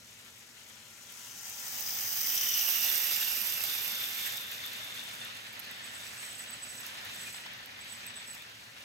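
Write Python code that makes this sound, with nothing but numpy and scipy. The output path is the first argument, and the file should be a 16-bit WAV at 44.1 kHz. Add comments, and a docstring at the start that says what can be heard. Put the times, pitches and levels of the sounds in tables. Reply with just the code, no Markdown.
"""Faint rolling and gear whine over a low room rumble: a model train comes up from behind, on track
laid on a carpet, heard at floor level. It sweeps by on the right with a sizzle of metal wheels, then
rolls off along the wall, clicking over rail joints while a flange sticks and slips in the curve.
Wheel contact rattles the plastic track bed, rings the rails and shakes the floor. Gear teeth rattle
the locomotive's shell, a rocking coach buzzes, slack couplers clack."""
import sys
import numpy as np
from scipy import signal
from scipy.fft import rfft, irfft, next_fast_len
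from scipy.io import wavfile
from scipy.ndimage import uniform_filter1d, map_coordinates

SR = 44100
rng = np.random.default_rng(int(sys.argv[2]) if len(sys.argv) > 2 else 0)


def unload_audio(sound):
    """Save the sound as a 16-bit wav file, at the path given as the first command line argument."""
    columns = np.transpose(np.atleast_2d(sound))
    # keep every value between -1 and 1, then stretch to whole-number steps
    steps = np.round(np.clip(columns, -1, 1) * 32767)
    wavfile.write(sys.argv[1], SR, steps.astype(np.int16))


N = 389844
TIME_S = np.arange(N) / SR
PASS_S, COME_S, GO_S = 2.772, 1.097, 1.27  # nearest moment; 10 dB rise and fall times

# Levels are relative; each source adds its own gain.
# place on the loop: t/s, place (0 far, 1 coming up, 2 alongside, 3 just past, 4 far again)
LOOP_PLACE = [(.9, 0), (1.65, 0.57), (2.5, 2), (3.2, 3), (3.95, 3), (5.2, 4)]
# train direction: t/s, L-R/dB
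TRAIN_PAN = [(0, 2), (1.45, 5.5), (2.2, 4), (2.75, -1.5), (5.4, -2), (8.84, -1.5)]
# left-channel delay: t/s, lag/ms
LEFT_LAG = [(0, -.15), (1.2, -.05), (1.7, .2), (2.2, .47), (8.84, .48)]
# wheel hiss spectra (distant, close broadband, close rail modes): f/Hz, level/dB
HISS_FAR = [(4500, -22), (6500, 1), (7500, 0), (9000, -2.5), (10500, -4.5), (12000, -3), (13300, -2.6),
            (14500, -7), (15600, -11)]
HISS_BROAD = [(60, -48), (500, -22), (5000, -17.5), (7200, -11.5), (8200, -12.5), (8750, -9.5),
              (9300, -9.5), (10000, -16), (10700, -17), (15600, -20)]
HISS_MODES = [(10800, -25), (11300, -1.5), (11800, -3), (12200, -.5), (12450, -1.5), (12800, 1.5),
              (13400, 0), (13950, -2), (14400, -1), (14900, -2.5), (15500, -1.5)]
# bright band of the close hiss: t/s, lower f/Hz, upper f/Hz
HISS_EDGES = [(1.4, 13400, 15800), (1.8, 13300, 15700), (2.15, 13000, 15500), (2.45, 12600, 15100),
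              (2.75, 12100, 14900), (3.15, 11550, 14100), (3.75, 11200, 13600)]
# wheels binding in curves: start t/s, length/s, level/dB
SCRUBS = [(3.696, 0.66, -44), (4.36, 0.89, -53), (5.3, 0.56, -61.5), (5.887, 0.63, -54.5),
          (6.597, 0.38, -54), (7.051, 0.37, -53.5), (7.822, 0.24, -60.5), (8.27, 0.13, -57)]
# hard strikes on rail joints: t/s, level/dB
JOINT_STRIKES = [(1.122, -36), (1.4927, -35), (1.762, -35), (1.808, -24), (1.8913, -29), (2.1579, -26),
                 (2.271, -22), (2.4362, -25), (2.489, -23), (2.5759, -24), (2.6258, -19), (2.848, -21),
                 (2.876, -22), (2.9554, -23), (2.977, -22), (3.0402, -25), (3.1614, -20), (3.2118, -28),
                 (3.2846, -29), (3.353, -26), (3.37, -29), (3.502, -27), (3.606, -26), (3.638, -15),
                 (3.741, -23.5), (3.75, -27), (3.8783, -23.5), (4.2644, -26), (4.3707, -24.5),
                 (4.4081, -29), (4.5166, -30), (4.6615, -29.5), (4.7318, -34), (4.7867, -35.5),
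                 (4.8452, -33.5), (4.9503, -38), (5.0381, -38), (5.1533, -40), (5.2481, -35),
                 (5.3674, -39.5), (5.5305, -39.5), (5.594, -33), (5.598, -30), (5.6482, -41), (5.712, -34),
                 (6.019, -50), (6.3276, -41), (6.393, -36), (6.5073, -37), (6.6928, -40), (6.7542, -38),
                 (6.805, -35), (6.865, -28), (7.0485, -34), (7.1598, -38), (7.3269, -38), (7.4596, -45),
                 (7.5354, -41), (7.6582, -36), (7.934, -39), (7.985, -42), (8.0655, -33), (8.277, -40),
                 (8.3311, -40), (8.347, -37), (8.4214, -44)]
# strike spectra (metal, plastic bed): f/Hz, level/dB
TICK_SPECTRUM = [(500, -37), (1800, -21), (3500, -16), (5000, -9), (9000, -8), (10600, -8.5),
                 (11500, 0), (13300, 4.5), (15800, -3)]
CLATTER_SPECTRUM = [(150, -27), (450, -7), (800, 2), (1200, -21), (2000, 4.5), (3500, -4), (6000, -6)]
# rail resonances by train position: f/Hz, width/Hz, level/dB
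RAIL_FAR = [(5350, 1400, 2.5), (6030, 240, 0), (6960, 720, -9)]
RAIL_AHEAD = [(4990, 220, 1), (5570, 420, -3.5), (6110, 250, 2), (6700, 300, -10), (5500, 3000, -14)]
RAIL_BESIDE = [(5020, 280, -3.5), (5550, 400, -3), (5870, 350, 0), (6130, 250, -4.5), (7300, 200, -12),
               (5400, 3000, -12)]
RAIL_BEHIND = [(2780, 300, -6), (4950, 280, -1.5), (5680, 480, -2), (6100, 300, -3.5), (7300, 170, -1),
               (8680, 220, -6), (5000, 3200, -5)]
# rolling envelope: t/s, level/dB
ROLL_LEVEL = [(0.0, -63), (1.03, -61.5), (1.7, -54.5), (2.7, -46.5), (3.1, -45.5), (3.45, -47.5),
              (3.65, -47), (4.28, -48), (4.42, -50.5), (4.54, -50), (5.25, -51.5), (5.42, -54), (5.7, -52),
              (6.5, -53.5), (6.85, -53), (7.05, -50.5), (7.3, -52.5), (7.78, -54), (8.1, -53), (8.7, -58.5),
              (8.84, -57)]
# track bed spectrum: f/Hz, level/dB
BED_SPECTRUM = [(130, -31), (340, -14.5), (550, -11), (700, -8.5), (900, -5.5), (1050, -6.5), (1400, -2.5),
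                (1850, 0.2), (2450, 1), (3000, 1.5), (3700, -0.5), (4400, -3), (6500, -14), (10000, -47)]
# sidebands (gliding band, short rings): offset f/Hz, level/dB
GLIDE_SIDEBANDS = [(90, 0), (220, -7), (600, -15), (1500, -70)]
RING_SIDEBANDS = [(50, 0), (110, -9), (350, -40), (900, -90)]
# flange squeaks: start t/s, length/s, level/dB, f/Hz
SQUEAKS = [(5.476, .05, -63, 7800), (5.707, .06, -60, 8030), (5.827, 0.084, -52.5, 8030),
           (5.94, 0.055, -50.5, 8030), (6.03, 0.091, -51, 8029), (6.178, 0.24, -48.5, 8050),
           (6.48, 0.059, -47, 8050), (6.604, 0.22, -48.5, 7950), (7.139, 0.03, -54, 7990),
           (7.185, 0.19, -50.5, 7970), (7.8, 0.035, -50, 8000), (7.874, 0.091, -51, 7971),
           (8.047, 0.052, -47.5, 8050), (8.156, 0.06, -50.5, 8050), (8.26, 0.082, -47, 7950)]
# coach rocking: t/s, level/dB, half length/s
COACH_ROCKS = [(2.5, -49, .25), (2.86, -44.5, .14), (3.14, -45, 0.2), (3.5, -48, .14), (3.75, -41.5, 0.09),
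               (4.0, -41.5, 0.13), (4.24, -43, 0.12), (4.42, -46.5, 0.18), (4.65, -44, 0.07),
               (4.82, -47, 0.13), (5.03, -49, 0.15), (5.24, -51.5, 0.09), (5.98, -56, 0.14),
               (7.16, -55, .16), (8.17, -55, .08), (8.402, -57.5, 0.05)]
# rubbed wheel and track modes: t/s, level/dB, half length/s, f/Hz
RUBBED_RINGS = [(1.45, -54, .35, 6120), (1.95, -60, .5, 800), (3.1, -56, 0.28, 820),
                (3.587, -44.5, .04, 2620), (7.275, -49.5, .025, 2460), (8.075, -53, .04, 2520),
                (8.41, -56, .04, 2550)]
# resonances (coach body, locomotive shell, coupler and car): f/Hz, width/Hz, level/dB
COACH_MODES = [(3555, 260, 0), (3600, 900, -14)]
LOCO_MODES = [(560, 100, -3), (732, 140, 1), (950, 210, 0), (1420, 230, 0.5), (1782, 220, 7.5),
              (2010, 120, 3)]
COUPLER_MODES = [(930, 260, 5), (2100, 1500, -4), (3500, 700, -5), (5050, 900, 0)]
# coupler snatches: t/s, level/dB
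SNATCHES = [(6.985, -50), (7.098, -53), (7.344, -46), (7.461, -44.5), (8.35, -50)]
# gear whine envelope: t/s, level/dB
WHINE_LEVEL = [(0, -85), (1.0, -75), (1.7, -68), (2.4, -78), (3.2, -100)]
# gear tones: f/Hz, level/dB
GEAR_TONES = [(608, -20), (820, -5.5), (975, 0), (1244, -7.5), (1384, 3.5)]
# rumble spectra (floor, ventilation): f/Hz, level/dB
FLOOR_SPECTRUM = [(30, -52), (43, -24), (56, 0), (80, -5), (110, 6.5), (150, -1), (225, 3.5), (270, 1),
                  (320, -7.5), (600, -2), (900, -26), (1500, -46)]
VENT_SPECTRUM = [(28, -52), (40, -34), (53, -6), (65, -6), (80, -6), (95, -2), (112, 3), (140, -6.5),
                 (230, 0), (330, -9), (600, -7), (1500, -40), (5000, -25.5)]
# likeness of the channels: f/Hz, correlation
COHERENCE = [(60, .97), (250, .88), (500, .66), (1000, .38), (1800, .1), (2600, .16), (3200, .36),
             (4100, .1), (5300, .1), (6300, .88), (7400, .88), (8500, .5), (14000, .25)]
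# channel balance: f/Hz, L-R/dB
BALANCE = [(100, 1), (400, -1), (1200, 2), (2400, 1), (7000, 4.5), (8000, -4), (9000, -7), (10500, -13),
           (12000, -17), (13000, -16), (15500, -10)]


def sizzle(jostle_db):
    """Fine wheel contact hiss; its colour glides down during the pass and flattens with distance."""
    side_db, = curves(TRAIN_PAN)
    place, = curves(LOOP_PLACE)
    grit = contact(rate_hz=930, spread_db=4.5, life_s=0.0018, share=0.35)
    close = np.clip(2 - np.abs(place - 2), 0, 1)
    hiss = close * reshaped(grit, hiss_band) + (1 - close) * coloured(grit, HISS_FAR)
    shade_db = -5 * swell(PASS_S, COME_S, GO_S)  # left side shadowed during the pass
    gain = metal_gain(near_db=-31.4, far_db=-57.5, scrub_db=2.5, lead_s=0.078, recede_db_per_s=0.33)
    return gain * amp(jostle_db) * pan(0.74 * side_db + shade_db) * hiss


def hiss_band(hz, t, below_db_per_hz=.011, above_db_per_hz=.006):
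    """Close hiss colour: a bright band slides down the rails' highest modes, over duller noise."""
    at_s, low_hz, high_hz = np.transpose(HISS_EDGES)
    below_hz = np.maximum(np.interp(t, at_s, low_hz) - hz, 0)
    above_hz = np.maximum(hz - np.interp(t, at_s, high_hz), 0)
    band = amp(along(HISS_MODES, hz) - below_db_per_hz * below_hz - above_db_per_hz * above_hz)
    gain = np.hypot(band, amp(along(HISS_BROAD, hz)))
    return gain / np.linalg.norm(gain, axis=0)


def metal_gain(near_db, far_db, scrub_db, lead_s, recede_db_per_s=0):
    """Metal on metal: close pass, distant running and scrubbing add in power."""
    near = amp(near_db) * swell(PASS_S - lead_s, COME_S, GO_S)
    far = amp(far_db - recede_db_per_s * TIME_S)
    return np.sqrt(near ** 2 + far ** 2 + (amp(scrub_db) * scrubbing()) ** 2)


def scrubbing():
    """Gain of wheels binding in curves: grip builds, holds, lets go."""
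    return sum(amp(db) * held(at_s, length_s, edge_s=0.18) for at_s, length_s, db in SCRUBS)


def rail_joints():
    """A wheel meets a rail end in a 1-2 ms burst; the track bed answers with a short low clatter."""
    t = np.arange(SR // 10) / SR
    blows = strikes()
    climb = t / 0.00057  # wheel rides up the rail end and drops off
    burst = climb ** 2 * np.exp(-climb) + amp(-24) * np.exp(-t / .012)
    knock = (1 - np.exp(-t / 0.00063)) * np.exp(-t / 0.013)
    tick = signal.fftconvolve(blows, burst)[:N] * coloured(noise_pair(), TICK_SPECTRUM)
    clatter = signal.fftconvolve(blows, knock)[:N] * coloured(noise_pair(), CLATTER_SPECTRUM)
    return amp(-2) * tick * pan([-5]) + amp(-22) * clatter


def strikes(rate_hz=38, from_s=3.3, to_s=8.5, near_db=-35, far_db=-51, scrub_db=4, scatter_db=2.5):
    """Joint impulses: listed hard ones, random light ones that grow with nearness and scrubbing."""
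    light = (rng.random(N) < rate_hz / SR) * (TIME_S > from_s) * (TIME_S < to_s)
    near = amp(near_db) * swell(PASS_S, COME_S, GO_S)
    size = np.maximum(np.maximum(near, amp(scrub_db) * scrubbing()), amp(far_db))
    blows = light * size * amp(scatter_db * rng.standard_normal(N))
    for at_s, db in JOINT_STRIKES:
        blows[round(at_s * SR)] = amp(db)
    return blows


def rails(jostle_db):
    """Rolling keeps the rails ringing; different modes lead ahead of, beside and behind the train."""
    side_db, = curves(TRAIN_PAN)
    place, = curves(LOOP_PLACE)
    grit = contact(rate_hz=360, spread_db=5.5, life_s=0.0035, share=0.26)
    ring = sum(np.clip(1 - np.abs(place - k), 0, 1) * ringing(grit, modes)
               for k, modes in enumerate((RAIL_FAR, RAIL_AHEAD, RAIL_BESIDE, RAIL_BEHIND, RAIL_FAR)))
    flare_db = 1.5 * swell(2.57, 0.18, 0.18)  # wheels going by
    gain = metal_gain(near_db=-36, far_db=-62.5, scrub_db=-2, lead_s=0.017)
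    return gain * amp(flare_db + 0.6 * jostle_db) * pan(1.5 * side_db) * ring


def track_bed(jostle_db):
    """Wheels rattle the plastic bed, whose colour shifts from spot to spot."""
    roll_db, = curves(ROLL_LEVEL)
    side_db, = curves(TRAIN_PAN)
    grit = contact(rate_hz=310, spread_db=2, life_s=0.004, share=0.29)
    rattle = reshaped(coloured(grit, BED_SPECTRUM), bed_patches)
    return amp(roll_db + 7 + 0.91 * jostle_db) * pan(side_db) * rattle


def bed_patches(hz, t, depth_db=1.3):
    """Random gains in patches about 350 Hz wide and 70 ms long."""
    field = uniform_filter1d(rng.standard_normal((len(hz), len(t))), size=4, axis=0)
    return amp(depth_db * unit(uniform_filter1d(field, size=12, axis=1)))


def rolling_glide(from_hz=3150, to_hz=2780, mid_s=2.56, glide_s=.14, peak_s=2.62, fade_db_per_s=12):
    """A rough narrow band of noise slides down in pitch around the pass, then fades."""
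    hz = to_hz + (from_hz - to_hz) / (1 + np.exp((TIME_S - mid_s) / glide_s))
    fade_db = fade_db_per_s * np.maximum(TIME_S - peak_s, 0)
    gain = swell(peak_s, 0.36, np.inf) * amp(-40.5 - fade_db)
    grit = contact(rate_hz=200, spread_db=2, life_s=0.003, share=0.4)
    return gain * unit(coloured(grit, GLIDE_SIDEBANDS) * sine(hz)) * pan([-1.5])


def flange(slip_rate_hz=70, slip_db=4.5, linger_s=.04):
    """A flange sticks and slips in the curve: short unsteady squeaks of one wheel mode."""
    starts_s, _, _, mode_hz = np.transpose(SQUEAKS)
    grip = sum(amp(db) * held(at_s, length_s, edge_s=0.015) for at_s, length_s, db, _ in SQUEAKS)
    envelope = grip * amp(slip_db * wobble(slip_rate_hz))
    pitch_hz = np.interp(TIME_S, starts_s, mode_hz) + 50 * wobble(260)
    tone = unit(sine(pitch_hz, phase_rad=.5 * np.array([wobble(43), wobble(37)])))
    # wheel and room keep sounding between slips
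    tail_power = signal.lfilter([1], [SR * linger_s, 1 - SR * linger_s], envelope ** 2)
    tail = np.sqrt(tail_power) * ringing(noise_pair(), [(8000, 220, 0)])
    return amp(-2.5) * envelope * tone + amp(-10.5) * tail


def coach():
    """A coach body buzzes at its resonance each time it rocks."""
    rock_power = sum((amp(db) * swell(at_s, half_s, half_s)) ** 2 for at_s, db, half_s in COACH_ROCKS)
    buzz = ringing(contact(rate_hz=180, spread_db=5.5, life_s=0.0016, share=0.31), COACH_MODES)
    return np.sqrt(rock_power) * amp(1.2 + 0.56 * wobble(22)) * pan([3.5]) * buzz


def locomotive(hidden_db=-13, in_view_db=-1.5, passing_db=7, bend_mid_s=4.7, bend_length_s=1.2):
    """Gear teeth rattle the shell, harder on each rod stroke; clearest going by and past the bend."""
    roll_db, = curves(ROLL_LEVEL)
    in_view = np.clip((TIME_S - bend_mid_s) / bend_length_s + .5, 0, 1)
    view_db = hidden_db + (in_view_db - hidden_db) * in_view
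    pass_db = passing_db * swell(1.75, 0.62, 0.62)  # ahead of its coaches
    stroke_db = 2.1 * sine(9.3 + 0.884 * wobble(2.64))
    teeth = contact(rate_hz=120, spread_db=-1, life_s=0.0086, share=0.91)
    return amp(roll_db + view_db + pass_db + stroke_db) * ringing(teeth, LOCO_MODES)


def rubbed_rings():
    """Single wheel or track modes are rubbed into short narrow rings."""
    flutter = coloured(noise_pair(), RING_SIDEBANDS)
    return flutter * sum(amp(db) * swell(at_s, half_s, half_s) * unit(np.sin(2 * np.pi * hz * TIME_S))
                         for at_s, db, half_s, hz in RUBBED_RINGS)


def couplers(attack_s=0.001, decay_s=0.005):
    """Slack couplers snatch with a dull clack and a knock of the car body."""
    t = np.arange(SR // 5) / SR
    blows = np.zeros(N)
    for at_s, db in SNATCHES:
        blows[round(at_s * SR)] = amp(db)
    knock = (1 - np.exp(-t / attack_s)) * np.exp(-t / decay_s)
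    return amp(9) * signal.fftconvolve(blows, knock)[:N] * ringing(noise_pair(), COUPLER_MODES)


def gear_whine():
    """The locomotive's gears whine faintly as it comes up; the tones waver together in pitch."""
    level_db, = curves(WHINE_LEVEL)
    speed = 1 + 0.00604 * wobble(15) + 0.0121 * wobble(90)
    run_s = np.cumsum(speed) / SR
    return amp(level_db) * sum(amp(db + 2.5 * wobble(7.5)) * unit(np.sin(2 * np.pi * hz * run_s))
                               for hz, db in GEAR_TONES)


def floor_rumble(full_db=-63, knee_db=-53, db_per_db=1.5):
    """The floor under the carpet shakes more as the rolling grows, up to a limit."""
    roll_db, = curves(ROLL_LEVEL)
    level_db = full_db + db_per_db * np.minimum(roll_db - knee_db, 0)
    shake = contact(rate_hz=59, spread_db=0.5, life_s=0.012, share=0.37)
    return amp(level_db) * coloured(shake, FLOOR_SPECTRUM)


def room():
    """Low ventilation rumble and weak mains hum."""
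    hum = unit(sine(119.5 + 0.91 * wobble(5.5)))
    return amp(-64.5) * coloured(noise_pair(), VENT_SPECTRUM) + amp(-76) * hum


def contact(rate_hz, spread_db, life_s, share):
    """Smooth friction plus tiny random impacts, which carry the given share of the power."""
    hits = (rng.random(N) < rate_hz / SR) * amp(spread_db * np.minimum(rng.standard_exponential(N), 4))
    power = signal.lfilter([1], [1, -np.exp(-1 / (life_s * SR))], hits ** 2)
    return noise_pair() * np.sqrt(1 - share + share * power / power.mean())


def noise_pair():
    """Stereo white noise, alike in the bass, partly scattered by the room above it."""
    def mid_side_gains(hz):
        angle_rad = np.arccos(along(COHERENCE, hz)) / 2
        return np.array([np.cos(angle_rad), np.sin(angle_rad)])
    mid, side = filtered(rng.standard_normal((2, N)), mid_side_gains)
    return np.array([mid + side, mid - side])


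def amp(db):
    """Decibels to gain."""
    return 10 ** (np.asarray(db) / 20)


def unit(x):
    """Scale to rms 1."""
    return x / np.sqrt(np.mean(x ** 2) + 1e-20)


def sine(hz, phase_rad=0):
    """Sine following a per-sample frequency."""
    return np.sin(2 * np.pi * np.cumsum(hz) / SR + phase_rad)


def along(points, hz):
    """(f/Hz, value) points read on a log axis."""
    knots_hz, values = np.transpose(points)
    return np.interp(np.log(hz + 1), np.log(knots_hz + 1), values)


def curves(rows):
    """Per-sample values of each column after t/s."""
    at_s, *columns = np.transpose(rows)
    return [np.interp(TIME_S, at_s, column) for column in columns]


def wobble(rate_hz):
    """Smooth random curve, rate_hz knots a second."""
    knots = rng.standard_normal(int(N * rate_hz / SR) + 4)
    return map_coordinates(knots, [TIME_S * rate_hz], order=2)


def swell(at_s, rise_s, fall_s):
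    """Bell peaking at 1; 10 dB down rise_s before and fall_s after."""
    t = TIME_S - at_s
    return amp(-10 * np.minimum((t / np.where(t < 0, rise_s, fall_s)) ** 2, 20))


def held(start_s, length_s, edge_s):
    """Gate with linear ramps of edge_s."""
    t = TIME_S - start_s
    return np.clip(np.minimum(t, length_s - t) / edge_s + .5, 0, 1)


def filtered(x, response):
    """x through a gain of frequency."""
    size = next_fast_len(N + SR // 4)
    return irfft(rfft(x, size) * response(np.fft.rfftfreq(size, 1 / SR)), size)[..., :N]


def coloured(x, spectrum):
    """x through a (f/Hz, level/dB) spectrum, at rms 1."""
    return unit(filtered(x, lambda hz: amp(along(spectrum, hz))))


def ringing(x, modes):
    """x through steep-skirted resonances (f/Hz, width/Hz, level/dB), at rms 1."""
    def peak(hz, mode_hz, width_hz):
        return np.abs(hz * width_hz / (mode_hz ** 2 - hz ** 2 + 1j * hz * width_hz)) ** 2
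    return unit(filtered(x, lambda hz: sum(amp(db) * peak(hz, f, width) for f, width, db in modes)))


def reshaped(x, gain):
    """x through a gain of frequency and time, at rms 1."""
    hz, t, spectra = signal.stft(x, SR, nperseg=512)
    _, shaped = signal.istft(spectra * gain(hz[:, None], t), SR, nperseg=512)
    return unit(shaped[..., :N])


def pan(side_db):
    """Constant-power left and right gains for an L-R difference."""
    gains = amp(np.outer([.5, -.5], side_db))
    return gains / np.sqrt(np.mean(gains ** 2, axis=0))


def scene():
    """Train, floor and room; once the train has come round, its rolling reaches the right first."""
    jostle_db = 0.45 * wobble(9) + 0.77 * wobble(30)  # cars rocking on uneven track
    left, right = (track_bed(jostle_db) + coach() + gear_whine() + locomotive() + couplers()
                   + rubbed_rings())
    lag_ms, = curves(LEFT_LAG)
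    left = map_coordinates(left, [np.arange(N) - lag_ms * SR / 1000], order=5)
    metal = rails(jostle_db) + sizzle(jostle_db) + rolling_glide() + rail_joints() + flange()
    return np.array([left, right]) + metal + floor_rumble() + room()


def record(dry):
    """Left channel shaded in the high treble; nothing passes above the band limit."""
    top_hz = 15850
    return filtered(dry, lambda hz: pan(along(BALANCE, hz)) * (hz < top_hz))


dry = scene()
out = record(dry)
unload_audio(out)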